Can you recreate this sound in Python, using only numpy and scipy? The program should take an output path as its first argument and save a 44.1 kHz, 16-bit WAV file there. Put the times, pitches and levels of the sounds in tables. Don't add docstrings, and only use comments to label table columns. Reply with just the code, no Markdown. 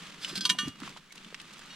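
import sys
import numpy as np
from scipy import signal
from scipy.fft import rfft, irfft
from scipy.io import wavfile

SR = 44100
rng = np.random.default_rng(int(sys.argv[2]) if len(sys.argv) > 2 else 0)


def int16_out(signal):
    q = np.round(np.clip(np.atleast_2d(signal).T, -1, 1) * 32767)
    wavfile.write(sys.argv[1], SR, q.astype(np.int16))


N = 77175
T = np.arange(N) / SR
HZ = np.maximum(np.fft.rfftfreq(2 * N, 1 / SR), 1)


def from_db(db):
    return 10 ** (np.asarray(db) / 20)


def unit_rms(x):
    return x / np.sqrt(np.mean(x ** 2) + 1e-20)


def level(curve):
    return from_db(np.interp(T, *np.transpose(curve)))


def response(points):
    hz, db = np.transpose(points)
    return from_db(np.interp(np.log(HZ), np.log(hz), db))


def shaped(x, gains):
    return irfft(rfft(x, 2 * N) * gains)[..., :N]


def blow(start, attack, t60):
    age = np.maximum(T - start, 0)
    return np.minimum(age / attack, 1) * np.exp(np.maximum(-np.log(1000) * age / t60, -25))


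def ring(start, hz, attack, t60):
    return blow(start, attack, t60) * np.sin(2 * np.pi * (hz * (T - start) + rng.random()))


def grains(per_s, spread_db):
    sizes = from_db(spread_db * np.minimum(rng.exponential(1, N), 4)) * rng.choice([-1, 1], N)
    return sizes * (rng.random(N) < per_s / SR)


# (frequency [Hz], side minus mid [dB])
STEREO_WIDTH = [(300, -12), (2800, -5.5), (4500, -4.5), (10000, -1)]
def noise(colour):
    mid, side = rng.standard_normal((2, N))
    pair = mid + shaped(side, response(STEREO_WIDTH)) * [[1], [-1]]
    return unit_rms(shaped(pair, response(colour)))


# (frequency [Hz], level [dB])
RIVER_COLOUR = [(100, -29), (600, -44), (1600, 0.5), (3000, -7), (16000, -25.5)]
def river():
    return from_db(-67) * noise(RIVER_COLOUR)


# (frequency [Hz], level [dB]), and its overall level
WIND_COLOUR, WIND_DB = [(30, 52), (60, -49), (600, -59)], -74
def wind():
    gusts = unit_rms(shaped(rng.standard_normal((2, N)), response(WIND_COLOUR)))
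    return from_db(WIND_DB) * (gusts[0] + gusts * [[1], [-.5]])


# (time [s], level [dB])
RUSTLE_LEVEL = [(0, -47.5), (.05, -46), (.17, -52), (.3, -45), (.39, -52), (.56, -52), (.68, -46.5),
                (.73, -58), (.79, -54.5), (.865, -43.5), (.93, -52.5), (.958, -55.5), (.973, -44.5),
                (.995, -58.5), (1.09, -60), (1.19, -52.5), (1.37, -54.5), (1.45, -52), (1.75, -50.5)]
RUFFLE_LEVEL = [(0, -57), (.26, -57), (.36, -49), (.5, -49.5), (.68, -53), (.76, -59), (.85, -49),
                (.96, -59), (1.07, -65.5), (1.19, -59), (1.75, -61.5)]
# (frequency [Hz], level [dB])
RUSTLE_SPECTRUM = [(100, -5), (400, 0), (750, -5), (1200, 4), (2000, 1.5), (3300, 2.5), (5000, -5),
                   (8000, -11), (11000, -20), (16000, -35)]
RUFFLE_SPECTRUM = [(100, -98), (135, -1), (185, 2.5), (300, -5), (480, -20), (4000, -58)]
def clothes():
    crackle_db, flutter_db, flutter_peak_hz = -3, 1.5, 44
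    crackle = unit_rms(shaped(grains(per_s=2000, spread_db=1.5), response(RUSTLE_SPECTRUM)))
    flutter = unit_rms(shaped(rng.standard_normal(N), HZ * np.exp(-HZ / flutter_peak_hz)))
    rub = noise(RUSTLE_SPECTRUM) + from_db(crackle_db) * crackle
    rustle = unit_rms(rub * from_db(flutter_db * flutter))
    return level(RUSTLE_LEVEL) * rustle + level(RUFFLE_LEVEL) * noise(RUFFLE_SPECTRUM)


# (time [s], level [dB], pitch [Hz], t60 [s])
MUD_BUMPS = [(0.327, -28, 348, 0.024), (0.373, -35.5, 190, 0.23), (0.505, -35, 185.8, 0.16),
             (.630, -24.5, 257, 0.035), (0.656, -28.5, 140.6, 0.054), (0.6723, -24, 277.5, 0.06),
             (0.688, -31.5, 117, 0.051), (0.821, -24, 262, 0.034), (1.259, -44, 217, 0.11)]
# (frequency [Hz], level [dB])
PUFF_COLOUR = [(80, -59), (150, 11), (320, 6), (500, -12), (5000, -61)]
def bumps():
    puff, attack_s = from_db(-8) * noise(PUFF_COLOUR), 0.006
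    return sum(from_db(db) * (ring(s, hz, attack_s, t60) + puff * blow(s, attack_s, t60))
               for s, db, hz, t60 in MUD_BUMPS)


# (time [s], level [dB], length [s])
GEAR_SCUFFS = [(0.287, -45, 0.013), (.684, -39.5, 0.0059), (0.803, -41, 0.0026), (0.895, -45.5, 0.0035),
               (1.125, -43.5, 0.0054), (1.158, -47.5, 0.0065), (1.4162, -45, .005), (1.536, -50, 0.01),
               (1.583, -52, 0.0082), (1.594, -47, .006), (1.662, -47.5, 0.0019)]
# (frequency [Hz], level [dB])
SCUFF_SPECTRUM = [(900, -4), (3500, 0), (8000, -4.5), (16000, -24.5)]
def scuffs():
    swells = sum(from_db(db) * np.exp(-(2 * (T - s) / length) ** 2) for s, db, length in GEAR_SCUFFS)
    return noise(SCUFF_SPECTRUM) * swells


# (time [s], level [dB], pitch [Hz], t60 [s], snap against ring [dB])
PART_CLICKS = [(0.2464, -23.5, 3013, 0.032, -4), (.549, -38.5, 725, 0.02, -16),
               (0.819, -27, 1270, 0.0047, -16), (0.834, -33, 1300, 0.015, -6), (.877, -32, 1095, 0.02, -10),
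               (.964, -34, 970, 0.01, -22), (1.107, -45.5, 2206, 0.067, -21), (1.1782, -43, 2050, 0.017, 7),
               (1.246, -39.5, 3130, 0.024, -2.5), (1.3262, -37.5, 460, 0.014, -21),
               (1.3446, -23.5, 1900, 0.0051, 1.5), (1.348, -29.5, 2270, 0.0091, -1),
               (1.399, -43, 2620, 0.04, 5), (1.619, -33.5, 1680, 0.0068, -2.5)]
# (frequency [Hz], level [dB])
SNAP_COLOUR = [(400, -31), (1200, -3), (2800, 6.5), (5000, -3), (8000, -9.5), (16000, -37)]
def clicks():
    snap, out = noise(SNAP_COLOUR), np.zeros((2, N))
    for s, db, hz, t60, snap_db in PART_CLICKS:
        click = ring(s, hz, attack=0.00024, t60=t60)
        click = click + from_db(snap_db) * snap * blow(s, attack=0.00081, t60=t60)
        low_cut = signal.butter(2, hz / 2, "high", fs=SR, output="sos")
        out += from_db(db) * signal.sosfilt(low_cut, click)
    return out


# (frequency [Hz], level [dB], t60 [s])
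WIRE_RING = [(1553, -8, .18), (3325, -4, .2), (3515, -4, .06), (4157, -3, .11), (4660, -2, .08),
             (5015, -3, .2), (5435, -4, .07), (6058, -4, .08), (7550, -8, .05)]
# (time [s], level [dB])
WIRE_SLIDE = [(.16, -90), (.205, -54), (.236, -42), (.268, -51), (.293, -42), (.338, -56), (.372, -39),
              (.402, -70), (.428, -51), (.447, -41.5), (.5, -105)]
# (time [s], level [dB], clatter [dB])
WIRE_PINGS = [(0.3546, -36.5, -28), (0.3757, -46, -30.5), (0.4079, -32, -32.5)]
# (frequency [Hz], level [dB])
GRIT_COLOUR = [(1000, -7.5), (4000, 6), (5200, 1.5), (6500, -9.5), (9000, -5.5), (16000, -28)]
def wire():
    body = sum(from_db(db) * ring(0, hz, 1 / SR, t60) for hz, db, t60 in WIRE_RING)
    body /= np.sqrt(np.sum(body ** 2))
    slips = unit_rms(grains(per_s=4000, spread_db=3.0)) * level(WIRE_SLIDE)
    grit = from_db(3.5) * shaped(slips, response(GRIT_COLOUR))
    out = signal.fftconvolve(slips, body)[:N] + grit
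    clatter = noise(GRIT_COLOUR)
    for s, ping_db, clatter_db in WIRE_PINGS:
        out = out + from_db(clatter_db) * clatter * blow(s, attack=0.0018, t60=0.056)
        for hz, db, t60 in WIRE_RING:
            out += from_db(ping_db + db) * ring(s, hz, 1 / SR, t60)
    return out


CONTACT_S = 0.0029
# (frequency [Hz], level [dB])
TOUCH_RING = [(2859, -47.5), (3795, -50), (4328, -49.5), (5545, -57), (6024, -56.5)]
def touch():
    return sum(from_db(db) * ring(start=1.702, hz=hz, attack=CONTACT_S, t60=0.31)
               for hz, db in TOUCH_RING)


# (frequency [Hz], level [dB])
SPARKLE_COLOUR = [(1000, -44), (4000, -1), (6000, -6.5), (9000, 6), (15000, -11)]
def overtones(count):
    lines = np.zeros(len(HZ), complex)
    lines[rng.integers(0, len(HZ), count)] = np.exp(2j * np.pi * rng.random(count))
    return unit_rms(irfft(lines * response(SPARKLE_COLOUR))[:N])


# (frequency [Hz], level struck on spring [dB], jaw [dB], frame [dB], free t60 [s])
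TRAP_RING = [(1005, -34, -32, -62, .46), (1189, -32, -38, -34.5, .31), (1489, -27, -24, -31, .125),
             (1815, -42, -22, -32, .19), (2362, -38, -36, -46, .33), (2865, -30, -21, -29.5, .34),
             (3202, -16.5, -14, -32, .15), (3327, -27, -31, -33, .31), (2270, -34, -26, -44, .12),
             (3803, -16, -19, -41, .13), (3860, -24, -22, -31, .05), (4345, -17, -29, -34, .15),
             (4925, -23, -29, -42, .13), (5500, -36, -29, -52, .13), (6045, -27, -26, -37, .23),
             (6753, -34, -30, -54, .16), (7350, -42, -34, -48, .17), (7475, -39, -35, -46, .17),
             (8700, -29, -40, -56, .13), (9415, -38, -33, -52, .17)]
# (time [s], level [dB], spot [0 spring, 1 jaw, 2 frame], share of free t60 [0-1], clatter [dB])
TRAP_CLINKS = [(0.4511, -2.5, 0.1, 0.38, -23.5), (0.4919, -11, 1.14, 0.31, -24), (0.4973, -2, 1, 0.43, -25),
               (0.5854, 1, 1.91, 0.98, -30)]
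# (frequency [Hz], level [dB])
CLATTER_COLOUR = [(800, -37), (1100, 2), (2000, 0.5), (3800, 13), (8500, -4.5), (11000, -7.5), (16000, -34)]
def trap():
    out = np.zeros((2, N))
    clatter, sparkle = noise(CLATTER_COLOUR), overtones(count=90)
    for s, db, spot, share, clatter_db in TRAP_CLINKS:
        out += from_db(clatter_db) * clatter * blow(s, attack=0.003, t60=0.068)
        sparkle_db = db - 35 - 14.3 * np.clip(spot - 1, 0, 1)
        out += from_db(sparkle_db) * sparkle * blow(s, CONTACT_S, t60=0.29 * share)
        for hz, *spot_db, t60 in TRAP_RING:
            mode_db = db + np.interp(spot, [0, 1, 2], spot_db)
            out += from_db(mode_db) * ring(s, hz, CONTACT_S, t60 * share)
    return signal.sosfilt(signal.butter(3, 600, "high", fs=SR, output="sos"), out)


# (frequency [Hz], left minus right [dB])
STEREO_BALANCE = [(1300, -1), (2800, 0.5), (4300, -1), (7000, -5.5), (14000, 0.5)]
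def riverbank(x):
    scatter_db, left_lag_s = -9, 0.000021
    tails = rng.standard_normal((2, N)) * blow(start=0.00401, attack=0.00021, t60=0.03)
    tails /= np.sqrt(np.sum(tails ** 2, axis=1, keepdims=True))
    scatter = from_db(scatter_db) * response(STEREO_WIDTH) * rfft(tails, 2 * N)
    lean = np.sqrt(response(STEREO_BALANCE))
    direct = np.array([lean * np.exp(-2j * np.pi * HZ * left_lag_s), 1 / lean])
    return shaped(x, direct + scatter)


def scene():
    nearby = trap() + touch() + wire() + clicks() + scuffs() + bumps() + clothes()
    return riverbank(nearby) + wind() + river()


def record(dry):
    return signal.sosfilt(signal.ellip(12, .1, 80, 15900, fs=SR, output="sos"), dry)


dry = scene()
out = record(dry)
int16_out(out)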